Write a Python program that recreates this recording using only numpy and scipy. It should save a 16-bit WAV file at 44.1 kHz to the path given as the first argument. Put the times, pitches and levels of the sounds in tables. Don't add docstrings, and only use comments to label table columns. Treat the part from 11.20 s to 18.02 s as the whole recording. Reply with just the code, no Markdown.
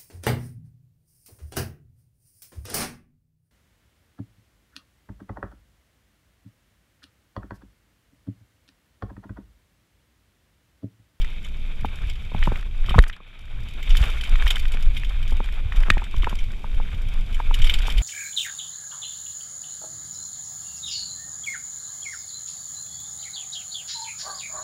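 import sys
import numpy as np
from scipy import signal
from scipy.fft import rfft, irfft, next_fast_len
from scipy.io import wavfile
from scipy.ndimage import map_coordinates

SR = 44100
rng = np.random.default_rng(int(sys.argv[2]) if len(sys.argv) > 2 else 0)


def unload_wav(signal):
    wavfile.write(
        sys.argv[1],
        SR,
        np.round(np.clip(np.atleast_2d(signal).T, -1, 1) * 32767).astype(np.int16),
    )


N = 300762

# t/s, bite/dB, loose/dB
TRAIL = [(0.0, 0, 2.5), (0.2, -7, 2.5), (0.8, -1, 0), (1.05, -5.5, 1.5), (1.2, 2, 1), (1.35, 5, -4),
         (1.49, -8.5, 0), (1.75, 6.5, -2), (1.98, -7, -4.5), (2.6, -3, 2.5), (2.79, 5.5, 2), (3.1, 1, 3),
         (3.28, 8, -3.5), (3.45, 0.5, 2), (4.49, -1, -0.5), (4.63, 7, -4.5), (4.86, -1.5, 0.5),
         (5.08, 2.5, -0.5), (5.34, -4, -0.5), (5.68, -3, 2), (6.1, -1.5, -1), (6.52, 4, 4), (6.82, 5, 1.5)]
# t/s, level/dB
BUMPS = [(0.01, -15), (0.49, -19), (0.87, -17.5), (1.22, -11.5), (1.62, -14), (1.79, -7.5), (2.35, -18),
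         (2.72, -7), (3.13, -9.5), (3.25, -7.5), (3.48, -14), (3.67, -8.5), (3.89, -21), (4.14, -10),
         (4.27, -22), (4.59, -9.5), (4.72, -9), (4.98, -9), (5.22, -13.5), (5.57, -12.5), (5.79, -21),
         (5.98, -13.5), (6.17, -20.5), (6.29, -11.5), (6.43, -5.5), (6.56, -13), (6.78, -5)]
# t/s, level/dB
GUSTS = [(1.16, -18.5), (1.29, -25), (1.78, -9.5), (2.35, -31.5), (2.8, -19.5), (3.13, -21), (3.8, -37),
         (4.46, -26.5), (4.59, -23.5), (4.98, -26), (5.74, -26), (5.87, -24.5), (6.12, -32.5), (6.4, -26),
         (6.81, -22)]
# t/s, level/dB
AIR_RUSH = [(0.0, -48), (1.3, -49.5), (1.8, -48.5), (1.99, -63.5), (2.4, -50), (2.76, -44.5), (2.98, -49),
            (5.1, -50), (5.3, -45), (6.66, -46.5), (6.82, -37)]
# centre t/s, length/s, boost/dB
SCUFFS = [(1.707, 0.059, 6.5), (2.678, 0.016, 5), (3.063, 0.038, 5), (3.204, 0.018, 8)]
# t/s, level/dB, f/Hz, crack level/dB
CLACKS = [(0.045, -37, 2060, -43), (1.2271, -15.5, 1970, -48), (1.258, -27, 2060, -56),
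          (1.357, -24, 2070, -50), (1.427, -33, 1730, -50), (1.7875, -20.5, 2150, -21.5),
          (1.838, -21, 1890, -39), (1.8972, -25.5, 1910, -40), (1.9637, -45, 1720, -49.5),
          (2.7512, -24, 2020, -39), (2.8378, -27, 1960, -37), (3.035, -33, 1740, -37),
          (3.1557, -22, 1970, -40), (3.2226, -23.5, 1670, -40), (3.2666, -17, 1750, -34),
          (3.3662, -24, 2030, -38), (3.4535, -25, 2500, -42), (3.5702, -27.5, 2240, -46),
          (3.8338, -26.5, 2060, -45), (3.906, -34, 1760, -54), (4.288, -27, 1860, -56),
          (4.5215, -22.5, 1860, -62), (4.6339, -21.5, 1950, -48), (4.7016, -2, 1950, -19),
          (4.779, -23, 1900, -41.5), (5.043, -19.5, 2130, -37), (5.3347, -37, 1900, -59)]
# t/s, level/dB, jingle level/dB
CHAIN_SLAPS = [(0.2457, -31.5, -51), (0.897, -26.5, -44.5), (1.6925, -20.5, -43.5), (1.8786, -44, -45.5),
               (1.928, -33, -66), (2.7037, -23, -44), (2.7678, -19, -35.5), (2.8261, -23.5, -52),
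               (2.8993, -29, -46), (3.038, -28, -44), (3.276, -18, -36), (3.304, -13, -31),
               (3.356, -18.5, -41), (3.3936, -30, -42), (3.5184, -31.5, -44), (3.7667, -22, -47),
               (3.846, -27.5, -49.5), (4.0765, -31, -48.5), (4.24, -33, -53), (4.5592, -30, -50),
               (4.8389, -32, -48), (5.022, -24.5, -54), (5.1874, -28, -49), (5.884, -39, -52.5),
               (6.1435, -30, -47), (6.341, -17.5, -37.5), (6.418, -20.5, -40), (6.4422, -18.5, -40),
               (6.4705, -18.5, -38), (6.4955, -8, -35), (6.538, -15, -34), (6.6187, -24.5, -48),
               (6.6998, -21, -42), (6.779, -22.5, -38.5)]
# t/s, level/dB, f/Hz, body level/dB
KNOCKS = [(0.646, -20.5, 835, -30.5), (1.117, -37, 990, -43), (1.146, -26.5, 824, -30),
          (1.273, -17.5, 934, -23), (1.318, -26.5, 814, -31), (1.686, -28.5, 1150, -38.5),
          (1.708, -25, 1230, -33), (1.742, -17.5, 840, -43), (1.749, -18, 1060, -45),
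          (1.782, -12.5, 1080, -19.5), (1.786, -18, 1000, -17), (2.003, -43, 1140, -54),
          (3.543, -45, 785, -40.5), (4.121, -34, 840, -37.5), (4.202, -24, 900, -33),
          (4.683, -31.5, 1150, -34.5), (4.702, -42, 795, -30.5), (4.769, -27.5, 840, -33),
          (4.819, -28, 930, -45), (4.941, -30.5, 1060, -38.5), (5.032, -29.5, 1130, -38),
          (5.07, -16.5, 950, -34), (5.127, -28, 1030, -34), (5.442, -28, 896, -44),
          (5.599, -29.5, 890, -45), (6.2, -20.5, 930, -45), (6.309, -23, 920, -42), (6.681, -24, 920, -40)]
# t/s, level/dB, start f/Hz
JOLTS = [(0.839, -14, 39.7), (1.281, -20, 129), (1.758, -11, 192), (1.784, -1.5, 81.5), (2.81, -6.5, 66),
         (2.863, -29.5, 170), (4.709, -5.5, 36.4)]

# f/Hz, level/dB
SHAKE_SPECTRUM = [(8, -13), (15, -2.5), (23, 4), (32, -6), (48, -14.5), (65, -17), (100, -11), (200, -63)]
BUFFET_SPECTRUM = [(30, -36), (55, 8), (75, -3), (110, -4), (160, -23), (260, -22)]
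WIND_SPECTRUM = [(60, -21), (120, 2.5), (190, -1.5), (300, -11), (450, -14.5), (700, -20), (1500, -26),
                 (4000, -80)]
TREAD_SPECTRUM = [(150, -11), (350, -3.5), (600, -0.5), (1000, -1), (1500, 3), (1900, -5.5), (2600, -4),
                  (5000, -40)]
CRUNCH_SPECTRUM = [(1200, -20), (1900, -10.5), (2300, 4.5), (2550, 1.5), (2850, -6), (3130, 0),
                   (3380, -2.5), (3680, 0), (3950, -14), (4300, -17.5), (6000, -70)]
GRIT_SPECTRUM = [(3000, 0), (4200, -1.5), (4700, 5.5), (5150, -0.5), (5600, 1.5), (6200, -2), (7500, -0.5),
                 (8900, -8.5), (9450, -9.5), (9900, -2.5), (10900, -6), (12200, -5), (13700, -15),
                 (14900, -7), (15600, -22)]
CRACK_SPECTRUM = [(300, -35), (1500, 23.5), (3600, 11.5), (5000, 1), (8000, -6.5), (11000, -15),
                  (15500, -23)]
# f/Hz, width/Hz, level/dB
STEEL_MODES = [(4710, 500, 6), (5670, 550, 3), (6820, 300, 1.5), (7420, 160, -18.5), (7360, 280, 3),
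               (8720, 1100, -4.5), (9860, 530, 1), (11680, 400, -3), (12300, 710, -2.5), (13800, 910, -37)]
# f/Hz, width/Hz, level/dB
CASE_MODES = [(2230, 405, 1.5), (2580, 290, 1), (2996, 198, 4.5), (3620, 260, 2)]
# f/Hz, level/dB, rise/cycles
MOUNT_MODES = [(212.3, -3.5, 0.8), (408, -1.5, 0.6), (596, -3.5, 0.68)]


def amp(db):
    return 10 ** (np.asarray(db) / 20)


def unit(x):
    return x / np.sqrt(np.mean(x ** 2) + 1e-20)


def crest(x):
    return x / (np.abs(x).max() + 1e-20)


def noise(n=N):
    return rng.standard_normal(n)


def curves(rows):
    times_s, *cols = np.transpose(rows)
    return [np.interp(np.arange(N) / SR, times_s, col) for col in cols]


def wobble(rate_hz):
    return map_coordinates(noise(int(N * rate_hz / SR) + 4), [np.arange(N) * rate_hz / SR])


def grains(rate_hz, spread_db):
    return unit((rng.random(N) < rate_hz / SR) * amp(spread_db * rng.uniform(-0.97, 1, N)))


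def filtered(x, response):
    size = next_fast_len(len(x) + SR // 5)
    return irfft(rfft(x, size) * response(np.fft.rfftfreq(size, 1 / SR)), size)[:len(x)]


def coloured(x, spectrum):
    points_hz, db = np.transpose(spectrum)
    return unit(filtered(x, lambda hz: amp(np.interp(np.log(hz + 1), np.log(points_hz + 1), db))))


def resonant(x, modes):
    def response(hz):
        return sum((-1) ** k * amp(db) * 1j * hz * width_hz / (mode_hz**2 - hz**2 + 1j * hz * width_hz)
                   for k, (mode_hz, width_hz, db) in enumerate(modes))
    return unit(filtered(x, response))


def swell(t, rise_s):
    u = np.maximum(t, 0) / rise_s
    return (u * np.exp(1 - u)) ** 2


def strike(t, rise_s, t60_s):
    return (1 - np.exp(-t / rise_s)) * amp(-60 * t / t60_s)


def surges(events, rise_s, decay_s):
    t = np.arange(N) / SR
    peaks = (amp(db) * np.exp(-np.maximum((at_s - t) / rise_s, (t - at_s) / decay_s))
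             for at_s, db in events)
    return np.sqrt(sum(peak ** 2 for peak in peaks))


def ping(t, hz, cycles):
    return swell(t, cycles / hz) * np.sin(2 * np.pi * hz * t)


def add(track, at_s, sound):
    part = track[round(at_s * SR):][:len(sound)]
    part += sound[:len(part)]


def lumps(spectrum):
    swing = signal.hilbert(coloured(noise(), spectrum))
    return unit(swing.real / (np.abs(swing) + 1.17))


def rumble():
    bite_db, _ = curves(TRAIL)
    air_db, = curves(AIR_RUSH)
    lull_db = np.interp(np.arange(N) / SR, [1.776, 2.016, 2.336], [0, -21.5, 0])
    bumps = surges(BUMPS, rise_s=0.024, decay_s=0.05)
    gusts = surges(GUSTS, rise_s=0.014, decay_s=0.02)
    sway_gain = np.hypot(amp(-23.5 + 0.65 * bite_db + 3 * wobble(12)), bumps)
    buffet_gain = np.hypot(amp(-37 + 0.29 * bite_db), gusts)
    air_gain = np.hypot(amp(air_db), amp(-20.5) * gusts)
    sway = coloured(lumps(SHAKE_SPECTRUM), [(60, 13.5), (100, -20.5), (180, -64)])
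    eddies = lumps(BUFFET_SPECTRUM) * amp(3.7 * wobble(16))
    buffet = coloured(eddies, [(140, -7), (220, -8), (400, -64)])
    air = unit(coloured(noise(), WIND_SPECTRUM) * amp(1.34 * wobble(30)))
    fizz = amp(air_db - 17.5) * coloured(noise(), GRIT_SPECTRUM)
    return amp(lull_db) * (sway_gain * sway + buffet_gain * buffet) + air_gain * air + fizz


def tyre_levels_db():
    bite_db, loose_db = curves(TRAIL)
    tread_db = -50.5 + 1.31 * bite_db
    crunch_db = -46.5 + 0.79 * bite_db + loose_db
    grit_db = -61.5 + 1.41 * bite_db + loose_db
    return tread_db, crunch_db, grit_db


def gravel(crunch_db):
    coarse = amp(0.29 * (crunch_db + 43)).clip(0, 1.5)
    return unit(noise() + coarse * grains(450, spread_db=3.5))


def tyres():
    tread_db, crunch_db, grit_db = tyre_levels_db()
    t = np.arange(N) / SR
    scuff_db = sum(db * np.exp(-(2 * (t - at_s) / length_s) ** 4) for at_s, length_s, db in SCUFFS)
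    clumps = wobble(55)
    tread = unit(coloured(gravel(crunch_db), TREAD_SPECTRUM) * amp(2.04 * clumps + 3.8 * wobble(45)))
    crunch = unit(coloured(gravel(crunch_db), CRUNCH_SPECTRUM) * amp(1.6 * clumps + wobble(180)))
    grit = unit(coloured(noise(), GRIT_SPECTRUM) * amp(1.8 * clumps + wobble(100)))
    return amp(scuff_db) * (amp(tread_db) * tread + amp(crunch_db) * crunch) + amp(grit_db) * grit


def pebbles():
    tread_db, _, grit_db = tyre_levels_db()
    t = np.arange(SR // 30) / SR
    taps = signal.fftconvolve(grains(24, spread_db=7.5), ping(t, hz=1660, cycles=1))[:N]
    sprays = signal.fftconvolve(grains(30, spread_db=9.5), swell(t, rise_s=0.003))[:N] * noise()
    spokes = amp(grit_db - 2) * resonant(sprays, STEEL_MODES)
    case = amp(grit_db + 2) * resonant(sprays, CASE_MODES)
    return amp(tread_db - 6.5) * unit(taps) + spokes + case


def frame_clacks():
    out, t = np.zeros(N), np.arange(SR // 6) / SR
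    for at_s, db, hz, crack_db in CLACKS:
        blow = (ping(t, hz, cycles=1.9)
                + amp(-10.5) * ping(t, 1.289 * hz, cycles=6.1)
                + amp(-4) * ping(t, 0.663 * hz, cycles=1))
        shiver = resonant(noise(len(t)), CASE_MODES) * strike(t, rise_s=0.00077, t60_s=0.023)
        plastic = crest(blow + amp(-7.5) * shiver)
        ring = np.sin(2 * np.pi * 1855 * t) * amp(-28 - 60 * t / 0.19)
        crack = coloured(noise(len(t)), CRACK_SPECTRUM) * swell(t, rise_s=0.0019)
        add(out, at_s, amp(db + 1) * (plastic + ring) + amp(crack_db + 10) * crack)
    return out


def chain_chatter(count, spread_db):
    slot, size, shine = rng.random((count, 3)).T
    at = ((np.arange(count) + slot) / count * N).astype(int)
    bite_db, loose_db = curves(TRAIL)
    rough_db = 1.76 * (bite_db + loose_db)[at] + spread_db * (2 * size - 1)
    jingle_db = -56 + rough_db + spread_db * (shine - 0.5)
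    return list(zip(at / SR, -37 + rough_db, jingle_db))


def chain_rattles():
    out, t = np.zeros(N), np.arange(SR // 12) / SR
    for at_s, db, jingle_db in CHAIN_SLAPS + chain_chatter(count=60, spread_db=9):
        cluster = swell(t, rise_s=0.0022) + 0.34 * swell(t, rise_s=0.0081)
        links = noise(len(t)) * cluster
        lead_hz = 3120 * np.exp(0.014 * rng.standard_normal())
        lead_link = np.sin(2 * np.pi * lead_hz * t) * strike(t, rise_s=0.00015, t60_s=0.04)
        ring = crest(crest(resonant(links, CASE_MODES)) + 0.65 * lead_link)
        modes = [(hz, width_hz, mode_db + 3 * rng.standard_normal())
                 for hz, width_hz, mode_db in STEEL_MODES]
        jingle = crest(resonant(links, modes))
        add(out, at_s, amp(db + 0.5) * ring + amp(jingle_db + 10) * jingle)
    return out


def mount_knocks():
    out, t = np.zeros(N), np.arange(SR // 12) / SR
    for at_s, db, hz, body_db in KNOCKS:
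        detunes = np.exp(0.12 * rng.standard_normal(len(MOUNT_MODES)))
        tock = crest(ping(t, hz, cycles=1.83) + amp(-6) * ping(t, hz=1226, cycles=1.9))
        body = sum(amp(mode_db) * ping(t - 0.001, mode_hz * detune, cycles)
                   for (mode_hz, mode_db, cycles), detune in zip(MOUNT_MODES, detunes))
        shudder = coloured(noise(len(t)), TREAD_SPECTRUM) * strike(t, rise_s=0.0012, t60_s=0.039)
        add(out, at_s, amp(db + 2.5) * (tock + amp(-13.5) * shudder) + amp(body_db + 9.5) * crest(body))
    return out


def body_jolts(end_hz=22, glide_s=0.015):
    out, t = np.zeros(N), np.arange(SR // 4) / SR
    for at_s, db, start_hz in JOLTS:
        hz = end_hz + (start_hz - end_hz) * np.exp(-t / glide_s)
        swing = np.sin(2 * np.pi * np.cumsum(hz) / SR) * strike(t, rise_s=0.0025, t60_s=0.22)
        add(out, at_s, -amp(db) * crest(swing))
    return out


def scene():
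    mix = rumble() + tyres() + pebbles() + frame_clacks() + chain_rattles() + mount_knocks() + body_jolts()
    return mix[None]


def record(dry):
    ceiling, top_hz = 0.97, 15600
    clipped = dry[0] / (1 + np.abs(dry[0] / ceiling) ** 6) ** (1 / 6)
    return filtered(clipped, lambda hz: hz < top_hz)[None]


dry = scene()
out = record(dry)
unload_wav(out)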